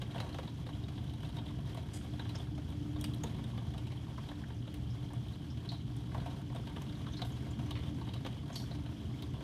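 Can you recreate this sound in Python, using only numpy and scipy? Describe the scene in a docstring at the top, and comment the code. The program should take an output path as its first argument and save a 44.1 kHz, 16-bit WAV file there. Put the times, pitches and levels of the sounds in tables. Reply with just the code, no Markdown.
"""Hail and heavy rain behind a closed window

The downpour rumbles through the house and hisses through the glass, over two low, wavering hums.
Hailstones knock on the sill, tick and crack on the pane, thump the wall and clink on things outside.
Now and then a wet one bursts into slush, and near the end one bounces on something thin and bright.
The rain is shaped noise; most hits are a click with a short echo that sets an object ringing."""
import sys
import numpy as np
from scipy import signal
from scipy.fft import rfft, irfft, next_fast_len
from scipy.io import wavfile
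from scipy.ndimage import map_coordinates

SR = 44100
rng = np.random.default_rng(int(sys.argv[2]) if len(sys.argv) > 2 else 0)


def wav_record(signal):
    """Record a signal, one row per channel, as 16-bit PCM in the file named by sys.argv[1]."""
    frames = np.transpose(np.atleast_2d(signal))
    bounded = np.clip(frames, -1, 1)
    # unit amplitude maps onto the largest positive 16-bit level
    quanta = np.round(bounded * 32767).astype(np.int16)
    wavfile.write(sys.argv[1], SR, quanta)


N = 415863

# Levels in the tables are relative: the functions set the final loudness.
# how hard the rain falls: (time [s], strength [dB])
STORM = [(0.0, -57.5), (0.34, -58.5), (0.5, -60.5), (0.97, -59), (1.63, -58.5), (2.13, -58), (2.96, -60.5),
         (3.2, -58.5), (3.89, -60), (4.33, -58), (4.55, -60.5), (5.99, -60.5), (6.33, -57), (6.51, -61),
         (6.93, -57.5), (8.03, -58.5), (8.14, -58.5), (9.43, -59.5)]
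# slow swells of the deep sounds: (time [s], rumble level [dB], roof level [dB])
LOW_SWELLS = [(0, -43.5, -51.5), (2.5, -42.5, -50.5), (3.2, -39.5, -47), (4.0, -43.5, -51),
              (4.9, -42.5, -51.5), (7.2, -42, -49.5), (7.9, -40.5, -47), (8.5, -43.5, -50),
              (9.43, -41.5, -49)]
# rain rumbling through the walls: (frequency [Hz], level [dB])
RUMBLE_TONE = [(20, -50), (36, -17), (50, -11.5), (59, -1.5), (67, -2), (79, 1.5), (105, -1.5), (145, 1),
               (175, -5.5), (200, -8.5), (300, -41)]
# rain drumming on the roof: (frequency [Hz], level [dB])
ROOF_TONE = [(140, -29), (195, -13.5), (221, 4.5), (240, -3.5), (295, 0.5), (330, -8), (410, -12.5),
             (480, -19.5), (900, -30)]
# distant rain: (frequency [Hz], level [dB])
FAR_RAIN_TONE = [(200, -12.5), (450, -5), (700, -1.5), (1050, -3), (1400, -4.5), (2400, -8.5), (4000, -50),
                 (9000, -36)]
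# hiss, strongest where ripples in the glass match the sound waves in air: (frequency [Hz], level [dB])
HISS_TONE = [(1000, -39), (2500, -3.5), (3050, -1), (3350, 4.5), (3800, -8.5), (4700, -7), (5700, -9.5),
             (7300, -13.5), (9000, -15.5), (12500, -18.5), (14500, -21), (15700, -46)]
# the notes of the sill and frame: (pitch [Hz], width [Hz], level [dB])
SILL_NOTES = [(377, 36, 1.5), (519, 44, -0.5), (681, 62, 3.5), (795, 45, -3), (915, 35.4, 2),
              (1137, 73, -6), (1328, 48, -12.5), (1600, 184, -9.5), (2160, 380, -15.5)]
# the notes of the pane: (pitch [Hz], width [Hz], level [dB])
PANE_NOTES = [(3024, 690, -5), (3323, 260, -1), (3812, 150, -2), (4700, 1200, -24)]
# the high notes of ice on glass: (pitch [Hz], width [Hz], level [dB])
ICE_NOTES = [(5300, 650, 2), (6400, 2600, -2.5), (8560, 880, 6.5), (12800, 9500, -3.5)]
# what the window lets through of a tick outside: (frequency [Hz], level [dB])
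THROUGH_GLASS = [(1000, -11), (2500, -9), (3100, 3), (3800, -6.5), (4600, -10), (6500, -11.5), (12000, -12)]
# big stones on the window: (time [s], knock level [dB], pane level [dB], crack level [dB])
BIG_STONES = [(0.016, -45, -50, -79), (0.11, -64, -57, -76), (0.145, -46, -56, -73), (0.158, -47, -58, -66),
              (0.18, -47.5, -52, -67), (0.202, -46, -48.5, -57), (0.26, -56, -69, -76),
              (0.29, -53, -57, -72), (0.343, -46, -56, -66), (0.386, -43.5, -56, -70),
              (0.395, -51, -61, -72), (0.43, -51, -57.5, -78), (0.475, -50, -55, -80),
              (0.664, -50, -60, -70), (0.688, -49, -62, -74), (0.728, -64, -74, -80), (0.75, -57, -63, -74),
              (0.836, -56, -57.5, -82), (0.884, -50, -59, -77), (0.977, -54, -57, -79),
              (1.04, -55, -62, -65), (1.095, -60, -57, -76), (1.135, -56, -59, -64), (1.23, -52, -65, -66),
              (1.247, -64, -56, -75), (1.29, -58, -61, -64), (1.366, -48.5, -56, -63),
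              (1.385, -50, -52, -72), (1.462, -56, -60, -74), (1.481, -59, -59, -78),
              (1.506, -61, -70, -75), (1.586, -53, -60, -77), (1.694, -55, -59.5, -70),
              (1.745, -49, -61, -60), (1.772, -44.5, -57.5, -62), (2.046, -56, -70, -67),
              (2.133, -53, -62, -76), (2.154, -61, -70, -78), (2.194, -45, -51, -71),
              (2.216, -56, -62, -68), (2.253, -52, -56, -74), (2.291, -58, -52.5, -61),
              (2.35, -47.5, -56, -72), (2.384, -55, -59, -64), (2.396, -50.5, -54, -67),
              (2.578, -49, -69, -84), (2.723, -54, -68, -76), (2.96, -48, -57.5, -78),
              (3.01, -53, -55, -48.5), (3.04, -53, -46, -46), (3.134, -64, -55, -62),
              (3.143, -72, -66, -58), (3.236, -43, -53, -52), (3.268, -59, -55.5, -72),
              (3.345, -53, -59, -71), (3.385, -50.5, -69, -80), (3.439, -51, -55.5, -62),
              (3.576, -49, -52.5, -77), (3.739, -57, -64, -72), (3.778, -54, -55, -65),
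              (3.868, -58, -57, -77), (3.918, -52, -57, -70), (4.108, -53.5, -66, -74),
              (4.18, -52, -67, -72), (4.287, -49, -54, -67), (4.313, -47.5, -64, -67),
              (4.415, -56, -66, -78), (4.502, -51, -63, -76), (4.674, -52, -58, -77), (4.74, -57, -57, -56),
              (5.102, -53, -68, -71), (5.132, -52, -72, -60), (5.282, -67, -58, -67),
              (5.572, -55, -57, -85), (5.648, -53.5, -62, -76), (5.718, -47.5, -56, -78),
              (5.964, -61, -70, -59), (6.116, -52, -72, -82), (6.145, -42.5, -62, -72),
              (6.178, -47, -57.5, -69), (6.2, -56, -58, -76), (6.216, -53, -65, -73),
              (6.259, -44, -57, -68), (6.499, -50, -68, -81), (6.547, -50, -59, -61),
              (6.559, -46.5, -58.5, -66), (6.671, -51, -53.5, -74), (6.694, -52.5, -66, -74),
              (6.762, -45, -52, -79), (6.818, -51, -65, -55.5), (6.865, -58, -64, -78),
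              (6.924, -54.5, -64, -70), (7.192, -48, -60, -78), (7.217, -43, -46.5, -74),
              (7.248, -49.5, -59, -63), (7.362, -62, -63, -74), (7.466, -49, -67, -78),
              (7.59, -48, -57, -89), (7.707, -47.5, -48, -55), (7.833, -56, -57.5, -73),
              (8.012, -51, -60, -74), (8.072, -50, -64, -72), (8.087, -54, -54, -74),
              (8.137, -58, -51.5, -78), (8.161, -52, -59, -76), (8.248, -46, -51.5, -64),
              (8.265, -59, -51.5, -65), (8.326, -59, -58, -74), (8.501, -51, -66, -76),
              (8.557, -49, -49.5, -61), (8.597, -52.5, -59, -66), (8.71, -50, -64, -73),
              (8.749, -64, -60, -78), (8.793, -58, -78, -80), (8.86, -50.5, -59, -82),
              (9.222, -51.5, -52, -57), (9.336, -56, -59, -77), (9.406, -48.5, -62, -71)]
# flurries of small stones: (start [s], length [s], level [dB])
FLURRIES = [(0.09, .25, -53.5), (6.09, .28, -59.5)]
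# heavy stones on the hollow wall: (time [s], level [dB], pitch [times the wall's notes])
THUMPS = [(0.16, -51, 0.93), (0.235, -49, 1.04), (0.386, -53, 1.2), (3.236, -46, 0.67), (3.745, -47, 1.12),
          (4.181, -53, 1.53), (4.312, -55, 0.93), (6.148, -43, 1.35), (6.165, -44, 0.65),
          (6.265, -50, 0.89), (6.56, -45, 0.66), (8.264, -49, 0.89)]
# the notes of that wall: (pitch [Hz], width [Hz], level [dB])
WALL_NOTES = [(410, 37, -4), (590, 43, 3), (680, 48, 10), (798, 81, 0.5), (1070, 190, -4), (1530, 110, -17)]
# stones hard enough to bend the glass: (time [s], level [dB])
HARD_HITS = [(0.2005, -34), (0.3445, -41), (0.3845, -39), (0.8825, -48), (2.1935, -43), (2.2525, -51),
             (2.5785, -49), (3.0395, -41.5), (3.2345, -40), (6.145, -47), (6.5585, -47), (7.2175, -42.5),
             (8.2475, -45), (8.2625, -34.5), (8.5005, -46.5), (9.4052, -51)]
# the crack of the bending glass: (frequency [Hz], level [dB])
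BEND_TONE = [(250, 0), (600, 3), (1000, 10), (2000, -1.5), (3200, -1), (4500, -8.5), (6500, -10.5),
             (8000, -28), (15000, -27)]
# stones on hard things outside: (time [s], level [dB], pitch [Hz], rattle time [s])
CLINKS = [(0.329, -47, 4150, .05), (0.668, -50, 4000, 0.044), (2.354, -39.5, 5200, 0.037),
          (3.041, -37.5, 4740, 0.033), (3.235, -37, 6650, 0.022), (4.18, -42, 1150, 0.049),
          (4.181, -49, 2050, 0.04), (4.436, -43.5, 1640, 0.056), (4.903, -52.5, 5300, 0.12),
          (5.156, -51, 3300, .05), (5.334, -50, 4030, .05), (5.502, -51, 5300, 0.11),
          (5.69, -34.5, 4040, 0.097), (5.724, -43, 3960, .3), (6.893, -45, 3500, 0.049),
          (6.924, -53, 4700, 0.042), (6.952, -47, 3840, 0.057), (7.065, -40, 1170, 0.077),
          (7.068, -45, 3360, 0.15), (7.124, -52, 6060, 0.12), (7.135, -43.5, 3600, 0.085),
          (7.169, -41, 4130, 0.16), (7.172, -49, 5160, .08), (7.192, -45, 4130, .1),
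          (7.219, -33.5, 3620, 0.047), (7.32, -54, 6600, .08), (7.507, -50, 7040, 0.063),
          (7.66, -55, 5960, 0.084), (7.76, -47, 2080, 0.26), (8.713, -40, 4000, 0.089)]
# wet stones bursting: (time [s], level [dB], spray pitch [Hz], fade time [s])
SLUSH_BURSTS = [(1.932, -47.5, 7440, 0.26), (2.347, -49, 4940, 0.14), (7.25, -58, 10200, .28),
                (7.752, -44.5, 2980, 0.18), (8.527, -49, 5450, 0.17)]
# their spray: (frequency [times the spray pitch], level [dB])
SPRAY_TONE = [(.1, -4), (.4, -0.5), (.8, -0.5), (1.25, 2), (1.7, -12), (3, -30)]
# one stone hitting a thin object, then bouncing on it: (time [s], level [dB])
BRIGHT_HITS = [(8.556, -34.5), (8.576, -49), (8.597, -45), (8.617, -48)]
# the notes of that object: (pitch [Hz], width [Hz], level [dB])
BRIGHT_NOTES = [(4040, 200, -6.5), (4460, 340, 3), (5400, 150, 0), (5700, 220, -1.5), (7000, 140, -8),
                (7960, 140, -9), (9170, 250, -13), (10200, 180, -11), (11400, 240, -10), (12600, 700, -15)]


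def amp(db):
    """Turn decibels into a number to multiply a sound by."""
    return 10 ** (np.asarray(db) / 20)


def unit(x):
    """Scale x to an average size (rms) of 1."""
    return x / np.sqrt(np.mean(abs(x) ** 2) + 1e-20)


def fade(t, seconds):
    """Die away by 60 dB in the given time."""
    return np.exp(-np.log(1000) * t / seconds)


def curves(rows):
    """Join a table's points with lines: one curve for each column after the time."""
    times, *columns = np.transpose(rows)
    return [np.interp(np.arange(N) / SR, times, column) for column in columns]


def wobble(rate):
    """A smooth curve through `rate` random points a second."""
    points = rng.standard_normal(int(N * rate / SR) + 4)
    return map_coordinates(points, [np.arange(N) * rate / SR])


def filtered(x, response):
    """Scale and delay each frequency in x as `response` says."""
    size = next_fast_len(len(x) + SR // 4)
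    hz = np.fft.rfftfreq(size, 1 / SR)
    return irfft(rfft(x, size) * response(hz), size)[:len(x)]


def coloured(x, tone):
    """Shape x with a tone table, then scale it to an average size of 1."""
    hz, db = np.transpose(tone)
    return unit(filtered(x, lambda f: amp(np.interp(np.log(f + 1), np.log(hz), db, right=-120))))


def rush(tone):
    """Steady noise with the given tone."""
    return coloured(rng.standard_normal(N), tone)


def ring(x, notes):
    """Let x shake an object that rings at its own notes; wider notes die sooner."""
    def response(f):
        return unit(sum((-1) ** k * amp(db) * 1j * f * width / (hz * hz - f * f + 1j * f * width)
                        for k, (hz, width, db) in enumerate(notes)))
    return filtered(x, response)


def add(track, start_s, sound):
    """Mix a sound into the track at the given time."""
    part = track[max(round(start_s * SR), 0):][:len(sound)]
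    part += sound[:len(part)]


def blow(rattle_s, rattle_db, room_db, room_s=0.26):
    """One hit: a click, its quick echoes inside the window, then the echo of the room."""
    t = np.arange(SR // 4) / SR
    near, far = rng.standard_normal((2, len(t)))
    soft_start = 1 - fade(t, .008)  # softens the start of each hit
    click = unit(1.0 * (t == 0))
    rattle = amp(rattle_db) * unit(near * soft_start * fade(t, rattle_s))
    room = amp(room_db) * unit(far * soft_start * fade(t, room_s))
    hit = click + rattle + room
    return hit / np.linalg.norm(hit)


def shower(per_s, spread_db, spots):
    """Clicks at random times, shared among several spots: one row for each spot."""
    when, spot, size = rng.random((int(per_s * N / SR), 3)).T
    strength = amp(-spread_db * np.log(size + 1 / 20))  # large stones are rare
    clicks = np.zeros((spots, N))
    clicks[(spot * spots).astype(int), (when * N).astype(int)] = strength
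    return clicks


def ringing_shower(per_s, low_hz, high_hz, width_share, rattle_s, spread_db, spots=14):
    """A shower on many spots, each ringing at its own pitch."""
    notes = [ring(blow(rattle_s, rattle_db=4, room_db=-1), [(hz, width_share * hz, 0)])
             for hz in np.geomspace(low_hz, high_hz, spots)]
    clicks = shower(per_s, spread_db, spots)
    return sum(signal.oaconvolve(row, note)[:N] for row, note in zip(clicks, notes))


def storm_levels():
    """In dB: the storm's strength, the hiss that follows it, and the gusts around its average."""
    storm_db, = curves(STORM)
    gust_db = storm_db - storm_db.mean()
    hiss_db = -61.5 + 0.47 * gust_db
    return storm_db, hiss_db, gust_db


def downpour():
    """Countless drops blend: a rumble in the walls, drumming on the roof, a hiss through the glass."""
    storm_db, hiss_db, _ = storm_levels()
    rumble_db, roof_db = curves(LOW_SWELLS)
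    rumble = amp(rumble_db) * rush(RUMBLE_TONE)
    roof = amp(roof_db) * rush(ROOF_TONE)
    flutter_db = 1.3 * wobble(28)  # the rain thickens and thins a little
    far_rain = amp(storm_db - 6.6 + flutter_db) * rush(FAR_RAIN_TONE)
    hiss = amp(hiss_db - 3.9 + flutter_db) * rush(HISS_TONE)
    return rumble + roof + far_rain + hiss


def patter():
    """Small stones and heavy drops keep the sill and the pane ringing."""
    storm_db, hiss_db, _ = storm_levels()
    taps = sum(signal.oaconvolve(row, blow(rattle_s=.03, rattle_db=3, room_db=-4))[:N]
               for row in shower(per_s=95, spread_db=3.1, spots=12))
    sill = amp(storm_db - 4) * unit(ring(taps, SILL_NOTES))
    pane = amp(hiss_db - 9.5) * unit(ring(taps, PANE_NOTES))
    ice = amp(hiss_db - 19.5) * unit(ring(taps, ICE_NOTES))
    return sill + pane + ice


def yard_hail():
    """Stones further out tap dully on wood and tick brightly on brick, heard through the window."""
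    storm_db, hiss_db, _ = storm_levels()
    wood = ringing_shower(per_s=55, low_hz=603, high_hz=2376,
                          width_share=0.12, rattle_s=0.055, spread_db=2.8)
    brick = ringing_shower(per_s=170, low_hz=3000, high_hz=6200,
                           width_share=0.15, rattle_s=0.05, spread_db=2.9)
    taps = amp(storm_db - 7.5) * coloured(wood, FAR_RAIN_TONE)
    ticks = amp(hiss_db - 5) * coloured(brick, THROUGH_GLASS)
    return taps + ticks


def low_hums(lower_hz=119.2, higher_hz=296.7, swell_at_s=2.84, swell_db=11.5):
    """Two low, wavering hums; the higher one is rough and swells once."""
    t = np.arange(N) / SR

    def waver(hz):
        note = np.sin(2 * np.pi * hz * t + .8 * wobble(11))
        return unit(note * amp(2.5 * wobble(14)))

    swell = np.interp(t - swell_at_s, [-0.083, 0, 0.2, 0.42], [0, 1, 1, 0])  # rise, hold, fall
    higher = unit(waver(higher_hz) + .55 * wobble(55) * waver(higher_hz))
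    lower = amp(-47 + 0.54 * wobble(2.86)) * waver(lower_hz)
    return lower + amp(-56 + swell_db * swell) * higher


def hailstones(small_per_s=3.5, bounce_s=(.007, .02)):
    """Each stone knocks the frame, rings the pane and cracks, then bounces once."""
    track = np.zeros(N)
    _, _, gust_db = storm_levels()

    def vary(notes):  # each landing spot sounds a little different
        return [(hz * np.exp(0.028 * rng.normal()), width, db + 3 * rng.normal())
                for hz, width, db in notes]

    def strike(start_s, knock_db, pane_db, crack_db):
        thud = blow(rattle_s=.045, rattle_db=3, room_db=-2.5)
        chatter = blow(rattle_s=.055, rattle_db=8, room_db=2)
        snap = blow(rattle_s=.02, rattle_db=18, room_db=10)
        knock = amp(knock_db + 26.5) * ring(thud, vary(SILL_NOTES))
        pane = amp(pane_db + 28.5) * ring(chatter, vary(PANE_NOTES))
        crack = amp(crack_db + 24) * ring(snap, vary(ICE_NOTES))
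        add(track, start_s + .0008, knock + pane + crack)
        bounce = amp(knock_db + 16) * ring(thud, vary(SILL_NOTES))
        add(track, start_s + rng.uniform(*bounce_s), bounce)

    for stone in BIG_STONES:
        strike(*stone)
    small_db, scatter_db = (-60, -63, -75), (1.5, 2, 6)  # knock, pane, crack
    for _ in range(int(small_per_s * N / SR)):  # smaller stones fall at random, harder in a gust
        at = rng.integers(N)
        levels_db = gust_db[at] + small_db + scatter_db * rng.standard_normal(3)
        strike(at / SR, *levels_db)
    return track


def flurries(stones_per_s=290):
    """A gust flings small stones at the sill and the pane; their taps swell and die away."""
    track = np.zeros(N)
    for start_s, length_s, db in FLURRIES:
        taps = np.zeros(SR)
        for when, smallness in rng.random((int(stones_per_s * length_s), 2)):
            strength = np.sin(np.pi * when) * amp(-8 * smallness)
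            add(taps, when * length_s, strength * blow(rattle_s=.025, rattle_db=0, room_db=-8))
        window = ring(taps, SILL_NOTES) + amp(-15.5) * ring(taps, PANE_NOTES)
        add(track, start_s, amp(db + 26) * window)
    return track


def wall_thumps():
    """A heavy stone drums the hollow wall; the pitch depends on the panel it hits."""
    track = np.zeros(N)
    for start_s, db, pitch in THUMPS:
        panel = [(hz * pitch, width, level) for hz, width, level in WALL_NOTES]
        hit = blow(rattle_s=.05, rattle_db=3, room_db=-.5)
        add(track, start_s, amp(db + 23.5) * ring(hit, panel))
    return track


def hard_hits(travel_s=.003, at_hz=1000):
    """A ripple runs through the glass, high notes ahead of low: a crack that falls very fast."""
    track = np.zeros(N)
    delay = lambda f: np.exp(-4j * np.pi * travel_s * np.sqrt(f * at_hz))
    for start_s, db in HARD_HITS:
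        hit = blow(rattle_s=.035, rattle_db=-1, room_db=-9)
        crack = coloured(filtered(hit, delay), BEND_TONE)
        add(track, start_s, amp(db) * crack / abs(crack).max())
    return track


def clinks():
    """A stone on something hard gives one short note, roughened by bounces and echoes."""
    track = np.zeros(N)
    for start_s, db, hz, rattle_s in CLINKS:
        note = [(hz, 420 + .06 * hz, 0)]
        hit = blow(rattle_s, rattle_db=9, room_db=-2)
        clink = ring(ring(hit, note), note)  # twice, for a clearer pitch
        add(track, start_s, amp(db - 2.5) * clink / abs(clink).max())
    return track


def slush(drops_per_s=2500, rise_s=.035):
    """A soft stone bursts, and its droplets rattle down the glass in clumps."""
    track, t = np.zeros(N), np.arange(SR // 3) / SR
    for start_s, db, hz, fade_s in SLUSH_BURSTS:
        clumps_db = 2 * np.interp(t, np.linspace(0, t[-1], 100), rng.standard_normal(100))
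        drops = (rng.random(len(t)) < drops_per_s / SR) * rng.standard_normal(len(t))
        tap = blow(rattle_s=.01, rattle_db=0, room_db=-3)
        splatter = signal.oaconvolve(drops * amp(clumps_db), tap)[:len(t)]
        spray = coloured(splatter, [(share * hz, level) for share, level in SPRAY_TONE])
        rise_and_fall = (1 - fade(t, rise_s)) * fade(t, fade_s)
        add(track, start_s, amp(db + 0.5) * spray * rise_and_fall)
    return track


def bright_ring():
    """A hard stone sets a thin object ringing and bounces on it."""
    track = np.zeros(N)
    for start_s, db in BRIGHT_HITS:
        notes = [(hz, width, level + 2 * rng.normal()) for hz, width, level in BRIGHT_NOTES]
        ping = ring(blow(rattle_s=0.066, rattle_db=6, room_db=9), notes)
        add(track, start_s, amp(db) * ping / abs(ping).max())
    return track


def scene():
    """Everything as heard just inside the window, in one channel."""
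    rain = downpour() + patter() + yard_hail()
    hits = hailstones() + hard_hits() + wall_thumps() + flurries() + clinks() + bright_ring() + slush()
    return (rain + hits + low_hums())[None]


def record(dry):
    """The microphone softens the highest sounds, and the very top is cut off."""
    soften_hz, top_hz = 13800, 15700
    response = lambda hz: (hz < top_hz) / np.sqrt(1 + (hz / soften_hz) ** 20)
    return np.array([filtered(channel, response) for channel in dry])


dry = scene()
out = record(dry)
wav_record(out)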